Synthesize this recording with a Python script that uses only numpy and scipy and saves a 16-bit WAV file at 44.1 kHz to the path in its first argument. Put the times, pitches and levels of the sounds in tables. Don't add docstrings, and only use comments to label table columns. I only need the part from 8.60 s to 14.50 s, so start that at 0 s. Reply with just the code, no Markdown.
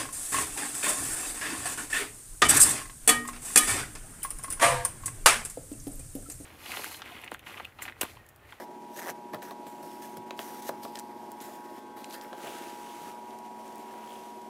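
import sys
import numpy as np
from scipy import signal
from scipy.io import wavfile
from scipy.ndimage import uniform_filter1d

SR = 44100
rng = np.random.default_rng(int(sys.argv[2]) if len(sys.argv) > 2 else 0)


def digitize_waveform(pressure):
    field = np.atleast_2d(pressure).T
    bounded = np.clip(field, -1, 1)
    quanta = np.round(bounded * 32767).astype(np.int16)
    wavfile.write(sys.argv[1], SR, quanta)


def boost(x):
    u = np.asarray(x, float) / 20
    return 10 ** u


N = 260087

PULL_HZ = 120.04
START_TURN = 0.64
PANEL_HZ, PANEL_WIDTH_HZ = 938.4, 26
LEAVE_S, LEAVE_SPAN_S = 4.57, 0.4
# time in seconds, rotor turns per second.
ROTOR_SPEED = [(0, 14.02), (.5, 14.34), (1, 14.72), (1.5, 15.11), (2, 15.5), (2.5, 15.88), (3, 16.31),
               (3.5, 16.73), (4, 17.19), (4.5, 17.73), (5, 18.27), (5.5, 18.85), (5.9, 19.27)]
STEADY_TONES = [(1, 0), (4, 0), (10, 0), (11, 0), (12, 0), (14, 0), (1, -1), (4, -1), (4, 1), (5, -1),
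                (5, 1), (1, 3), (3, 3), (3, 5), (0, 11), (1, 11), (2, 11), (1, 13), (1, 15)]
STEADY_TONES_DB = [-77, -69.5, -73.5, -77, -81.5, -103, -73, -74, -68.5, -81, -74.5, -79, -93, -65.5, -72,
                   -80, -76, -65.5, -86]
# pull multiple and rotor multiple (both rounded
# to whole numbers in use), level in dB rms with the person beside the case, level in dB rms after.
SHADED_TONES = [(2, 0, -64, -62.5), (3, 0, -60.5, -74), (5, 0.5, -64.5, -74), (6, -0.5, -74.5, -72.5),
                (2, -1, -57.5, -56), (2, 1.5, -61, -62.5), (3, -1, -57.5, -70), (3, 1, -56.5, -57),
                (6, 1, -68, -59.5), (2, 3, -62, -77), (1, 5, -65, -71), (2, 4.5, -66, -71),
                (27, -0.5, -86, -84), (1, 7.5, -65, -77)]
HUM_MULTIPLES = [7, 8, 9, 13, 28]
# time in seconds, then the level of each of the five in dB rms.
HUM_LEVELS = [(0, -52, -50.5, -67, -74, -86), (.8, -51, -50, -65, -72, -86),
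              (1.6, -51, -48, -64.5, -73, -83), (2.4, -49, -51, -61, -72.5, -85),
              (3.2, -50, -55, -58, -64.5, -75), (3.9, -49, -48, -64, -62.5, -74),
              (4.5, -50, -46, -62.5, -70.5, -86), (5.1, -53.5, -48, -59.5, -87, -80),
              (5.9, -56, -49.5, -65.5, -71, -84)]
SLOT_WHINES = [(0, 66), (-1, 66), (-2, 66), (-3, 66), (1, 44), (2, 44), (5, 22)]
SLOT_WHINES_DB = [-60, -53, -56, -68, -62, -68, -63]


def motor():
    t = np.arange(N) / SR
    speed = np.interp(t, *np.transpose(ROTOR_SPEED))
    pull = PULL_HZ * t + 0.022 * slow(rate=0.454)
    turns = START_TURN + np.cumsum(speed) / SR
    phase = rng.random(40)

    def tone(k, m):
        return np.sqrt(2) * np.sin(2 * np.pi * (k * pull + m * turns + phase[k]))

    out = np.zeros(N)
    for (k, m), db in zip(STEADY_TONES, STEADY_TONES_DB):
        out += boost(db + 2.1 * slow(rate=3.5)) * tone(k, m)
    gone = 0.5 + 0.5 * np.tanh((t - LEAVE_S) / LEAVE_SPAN_S)
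    for k, m, near_db, gone_db in SHADED_TONES:
        level_db = near_db + (gone_db - near_db) * gone + 1.7 * slow(rate=3.3)
        out += boost(level_db) * tone(round(k), round(m))
    s, *levels = np.transpose(HUM_LEVELS)
    for k, db in zip(HUM_MULTIPLES, levels):
        out += boost(np.interp(t, s, db) + 0.8 * slow(rate=5)) * tone(k, 0)
    for (k, m), db in zip(SLOT_WHINES, SLOT_WHINES_DB):
        off = (k * PULL_HZ + m * speed - PANEL_HZ) / (PANEL_WIDTH_HZ / 2)
        out += boost(db) / np.sqrt(1 + off ** 2) * tone(k, m)
    return out


TOUCH_DB_PER_S, LIFT_DB_PER_S = 2500, 800
BEND = 1.64
# start in seconds, end in seconds, hiss level in dB at the start,
# and at the end (both before the palm's lift), dB over that hiss of the duller drag that shakes the case,
# cavity under the palm in Hz.
HAND_STROKES = [(0, 0.04, -53, -57, 6.5, 5260), (0.284, 0.352, -68, -55.5, -10, 5900),
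                (0.364, 0.395, -49.5, -43, 1, 6550), (0.417, 0.503, -51.5, -44, 7.5, 5930),
                (0.734, 0.756, -54.5, -57.5, 14, 5140), (.824, 0.922, -52.5, -58, 5.5, 5900),
                (1.07, 1.214, -55.5, -67, -5, 7500), (1.228, 1.406, -56, -60, -3, 5400),
                (1.423, 1.548, -50.5, -60.5, -3.5, 6250), (1.572, 1.574, -48, -53, -16, 5270),
                (1.768, 1.788, -60, -60, -12, 4940), (1.797, 2.003, -50, -53.5, -1, 5900),
                (2.022, 2.089, -52, -43, -5, 6300), (2.11, 2.224, -69, -64, 0, 5600),
                (2.232, 2.338, -48, -62.5, -17, 4830), (2.353, 2.404, -54, -56.5, 2, 5800),
                (2.426, 3.196, -68, -62.5, 5.5, 5200), (2.811, 2.962, -50.5, -62, -8, 7100),
                (3.369, 3.492, -54.5, -61.5, 4, 4070), (3.501, 3.546, -55.5, -45.5, -1.5, 4400),
                (3.554, 3.602, -59, -61, 9.5, 4800), (3.618, 3.704, -55.5, -65, 8.5, 5300)]
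# frequency in Hz, relative level in dB per Hz.
HAND_HISS = [(1500, 1.5), (3000, 4.5), (6000, 0), (9000, 3), (11500, 3), (12700, 7.5), (14000, 0),
             (15600, -0.5), (16000, -31)]
# frequency in Hz, relative level in dB per Hz.
HAND_DRAG = [(100, -31), (170, -21), (250, 3.5), (330, -4.5), (550, 12.5), (1000, 3), (1400, 0.5),
             (1850, 5), (2300, -9), (5000, -37)]
# start in seconds, end in seconds, mean slips per second,
# depth from 0 to 1.
LID_JUDDER = (.405, .52, 165, 0.49)


def strokes():
    t = np.arange(N) / SR
    t0, t1, rate, depth = LID_JUDDER
    slips = np.cos(2 * np.pi * np.cumsum(rate * (1 + 0.098 * slow(rate=30))) / SR)
    shake = 1 + depth * slips * (t > t0) * (t < t1)
    hiss, drag = friction(HAND_HISS, HAND_DRAG)
    out = np.zeros(N)
    for start, end, start_db, end_db, drag_db, cavity_hz in HAND_STROKES:
        now = slice(max(round((start - 0.05) * SR), 0), round((end + 0.12) * SR))
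        touch_db = TOUCH_DB_PER_S * np.maximum(start - t[now], 0)
        lift_db = LIFT_DB_PER_S * np.maximum(t[now] - end, 0)
        palm = cupped(hiss[now], cavity_hz, added_db=4.5, width=500)
        loud_ends = [start_db > end_db, end_db >= start_db]
        toward_loud = np.interp(t[now], [start, end], loud_ends) ** BEND
        level_db = min(start_db, end_db) + abs(end_db - start_db) * toward_loud
        out[now] += boost(level_db - touch_db - lift_db) * (palm + boost(drag_db) * drag[now])
    return shake * out


CRACK_T60 = 0.016
# time in seconds, crack peak in dB before the body is added,
# gain in dB of the crack's treble against its hump, drive of the case ring in dB, drive of the thud in dB.
LID_KNOCKS = [(0.4897, -30.5, -16, -35, -54), (0.7354, -34, -26, -34.5, -45), (0.7451, -26, -8, -36, -48.5),
              (0.828, -28, -1, -44, -68), (0.9095, -31.5, -10, -39.5, -67), (1.067, -42, -11, -43, -55),
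              (1.2291, -45, -7, -47, -57), (1.5696, -38, 3, -41, -44.5), (1.708, -23.5, -18.5, -40, -59),
              (1.7916, -23, -14, -37.5, -57), (2.0918, -22.5, -9.5, -27, -50),
              (2.2504, -33, -9, -34.5, -73), (3.5429, -30, -18, -48, -70), (3.7295, -39, -28, -35, -68)]
# time in seconds, peak level in dB, centre in Hz.
CLIP_SNAPS = [(0.8204, -39, 3030), (1.7768, -37, 6000), (2.356, -27, 3770), (2.3722, -32, 2830),
              (2.3892, -27.5, 5460), (2.396, -26.5, 7540), (2.804, -35, 4500), (3.444, -28.5, 4180),
              (3.509, -35, 3610), (3.5259, -36, 3570), (3.6124, -32.5, 4000), (3.647, -41, 1810)]
# frequency in Hz, level in dB, seconds to fall 60 dB.
CASE_MODES = [(394, 1, 0.034), (493, 2.5, 0.035), (564, 6.5, 0.034), (659, 2.5, 0.048), (812, -0.5, 0.039),
              (1057, -1, 0.023), (1062, 4, 0.03), (1386, 3, 0.016), (1640, 4, 0.011)]
# frequency in Hz, level in dB, seconds to fall 60 dB.
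BOX_MODES = [(119.6, 0.5, 0.17), (182, 11, .09)]


def taps():
    t, out = np.arange(SR // 6) / SR, np.zeros(N)
    case_end = len(t) + 2 * len(CASE_MODES)
    chance = rng.standard_normal((len(LID_KNOCKS), case_end + 2 * len(BOX_MODES)))
    for (s, crack_db, treble_db, ring_db, thud_db), draw in zip(LID_KNOCKS, chance):
        grit, case, box = np.split(draw, [len(t), case_end])
        blow = boost(crack_db) * crack(grit, 2480, treble_db, CRACK_T60, span=1.92)
        body = boost(ring_db) * ring(CASE_MODES, t, case) * (1 - np.exp(-t / 0.0017))
        thud = boost(thud_db) * ring(BOX_MODES, t, box) * (1 - np.exp(-t / 0.0065))
        add(out, s, blow + body + thud)
    for (s, db, hz), grit in zip(CLIP_SNAPS, rng.standard_normal((len(CLIP_SNAPS), 2000))):
        add(out, s, boost(db) * crack(grit, hz, treble_db=-29, t60=CRACK_T60, span=1.8))
    return out


# time in seconds, hiss level in dB (before its
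# resonance is added), level in dB of the duller drag.
STEP_BACK = [(3.68, -68, -59), (3.76, -61.5, -54), (3.84, -51, -45), (4.0, -51, -48.5), (4.21, -55.5, -60),
             (4.44, -54.5, -55.5), (4.485, -52.5, -52), (4.57, -68, -64), (4.704, -63, -67),
             (4.87, -71, -70), (5.06, -61, -66), (5.44, -62, -54), (5.54, -56.5, -63), (5.69, -59.5, -66),
             (5.76, -65, -77), (5.9, -70, -68)]
# frequency in Hz, relative level in dB per Hz.
RUSTLE_HISS = [(1200, 6), (3000, -4), (6000, 0.5), (12700, -2), (15600, -10), (16000, -30)]
# frequency in Hz, relative level in dB per Hz.
RUSTLE_DRAG = [(150, -10), (450, 10), (900, 6), (1800, 1.5), (3000, -2), (5000, -18.5)]


def rustle():
    t = np.arange(N) / SR
    s, hiss_db, drag_db = np.transpose(STEP_BACK)
    hiss, drag = friction(RUSTLE_HISS, RUSTLE_DRAG)
    hiss = cupped(hiss, 2950, added_db=6, width=700)
    rubbing = boost(np.interp(t, s, hiss_db)) * hiss + boost(np.interp(t, s, drag_db)) * drag
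    return (t > s[0]) * rubbing


TICK_T60 = 0.0073
CREAK_GAP_S = 0.0155
# time in seconds,
# peak level in dB, centre in Hz.
CLEAR_TICKS = [(2.718, -28, 10000), (2.970, -42, 11000), (3.637, -37, 11000), (4.516, -42, 3500),
               (4.708, -41, 4000), (4.788, -37, 7460), (4.8625, -45, 7000), (5.079, -38, 8500),
               (5.093, -44, 5000), (5.157, -35, 10500), (5.182, -38, 11000), (5.1975, -40, 10000),
               (5.818, -40, 8000)]
# from seconds, to seconds, how many, mean peak level in dB,
# lowest centre in Hz, highest centre in Hz.
RANDOM_TICKS = (2.9, 5.85, 5, -48, 6000, 12000)
# start in seconds, number of slips, mean peak level of a slip in dB.
SHOE_CREAKS = [(4.29, 3, -45.5), (5.477, 6, -43)]


def ticks():
    t0, t1, count, faint_db, low_hz, high_hz = RANDOM_TICKS
    rows = list(CLEAR_TICKS)
    for a, b, c in rng.random((count, 3)):
        rows.append((t0 + (t1 - t0) * a, faint_db + 4 * (b - 0.5), low_hz + (high_hz - low_hz) * c))
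    out = np.zeros(N)
    for (s, db, hz), grit in zip(rows, rng.standard_normal((len(rows), 2000))):
        add(out, s, boost(db) * crack(grit, hz, treble_db=-16, t60=TICK_T60, span=1.55))
    for s, slips, db in SHOE_CREAKS:
        for k, (late, louder, *grit) in enumerate(rng.standard_normal((round(slips), 2002))):
            slip = crack(np.array(grit), 3150, treble_db=-20, t60=CRACK_T60, span=1.16)
            add(out, s + CREAK_GAP_S * (k + 0.15 * late), boost(db + 1.5 * louder) * slip)
    return out


# frequency in Hz, relative level in dB per Hz.
AIR_WASH = [(90, -35), (130, -11.5), (200, -9.5), (350, 1), (500, -7), (680, 0), (900, -9.5), (1150, -17),
            (2000, -16), (4000, -24), (12500, -28), (15000, -32.5), (16000, -50)]


def air():
    wash = noise(AIR_WASH, size=2048, patchy_db=1.0, flicker_db=-1.53)
    return boost(-52.5 + 0.5 * slow(rate=3.0)) * wash


ROOM_T60 = 0.25


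def room(x):
    at = np.arange(200, SR // 2, 22)
    echoes = np.zeros(SR // 2 + 22)
    echoes[at + rng.integers(0, 22, len(at))] = rng.choice([-1., 1.], len(at))
    hz, t, z = signal.stft(echoes, SR, nperseg=256)
    fall_db = -60 * t / ROOM_T60 * (0.5 + hz[:, None] / 6000)
    tail = signal.istft(z * boost(fall_db), SR, nperseg=256)[1]
    return signal.fftconvolve(x, tail / np.linalg.norm(tail))[:N]


def crack(grit, hz, treble_db, t60, span):
    t = np.arange(len(grit)) / SR
    blow = grit * boost(-60 * t / t60) + 6.6 * (t == 0)
    blow += 0.14 * np.roll(blow, round(0.001222 * SR))
    hump_band = [hz / span, min(hz * span, SR / 2.2)]
    hump = signal.lfilter(*signal.butter(2, hump_band, "band", fs=SR), blow)
    shelf = signal.lfilter(*signal.butter(2, 6000, "high", fs=SR), blow)
    sound = hump + boost(treble_db) * shelf
    return sound / abs(sound).max()


def ring(modes, t, draw):
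    hz, db, t60 = np.transpose(modes)[:, :, None]
    weight, detune = draw.reshape(2, -1, 1)
    level = boost(db + 1.13 * weight - 60 * t / t60)
    return (level * np.sin(2 * np.pi * hz * (1 + 0.043 * detune) * t)).sum(0)


def friction(hiss_spectrum, drag_spectrum):
    hiss = noise(hiss_spectrum, size=256, patchy_db=1.0, flicker_db=2.0)
    drag = noise(drag_spectrum, size=512, patchy_db=2.5, flicker_db=2.5)
    return hiss, drag


def cupped(hiss, hz, added_db, width):
    return hiss + boost(added_db) * resonate(hiss, np.full(len(hiss), hz), width)


def resonate(x, hz, width):
    turn = np.exp(2j * np.pi * np.cumsum(hz) / SR)
    r = np.exp(-np.pi * width / SR)
    return 2 * (turn * signal.lfilter([1 - r], [1, -r], x / turn)).real


def noise(spectrum, size, patchy_db, flicker_db):
    frames, hz = 4 * N // size + 5, np.fft.rfftfreq(size, 1 / SR)
    a, b, patches = rng.standard_normal((frames, len(hz), 3)).T
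    patches = uniform_filter1d(patches, size // 64, 0)
    patches = evened(uniform_filter1d(patches, 8192 // size, 1))
    flicker = rng.standard_normal(frames)
    level_db = read(spectrum, hz)[:, None] + patchy_db * patches + flicker_db * flicker
    z = (a + 1j * b) * boost(level_db)
    return evened(signal.istft(z, nperseg=size, noverlap=3 * size // 4)[1][:N])


def slow(rate):
    t = np.arange(0, N + 256, 256) / SR
    waves = np.zeros(len(t))
    for f in np.geomspace(rate / 20, rate, 12):
        waves += np.sin(2 * np.pi * (f * t + rng.random())) / np.sqrt(f)
    return np.interp(np.arange(N), t * SR, evened(waves))


def evened(x):
    return x / np.sqrt(np.mean(x ** 2) + 1e-20)


def read(points, hz):
    f, value = np.transpose(points)
    return np.interp(np.log(hz + 1), np.log(f + 1), value)


def add(mix, s, sound):
    part = mix[round(s * SR):][:len(sound)]
    part += sound[:len(part)]


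def scene():
    knocks = taps() + ticks()
    echoes = boost(-15) * room(knocks)
    mix = motor() + strokes() + knocks + rustle() + echoes + air()
    return mix[None]


def top_cut(x):
    return signal.sosfilt(signal.butter(12, 16370, fs=SR, output="sos"), x)


def record(dry):
    corner_hz = 115.6
    cut = signal.sosfilt(signal.butter(4, corner_hz, "high", fs=SR, output="sos"), dry)
    hiss = rng.standard_normal(dry.shape)
    rumble = signal.sosfilt(signal.butter(2, corner_hz, fs=SR, output="sos"), hiss)
    finished = cut + boost(-79.5) * evened(rumble)
    return top_cut(finished)


dry = scene()
out = record(dry)
digitize_waveform(out)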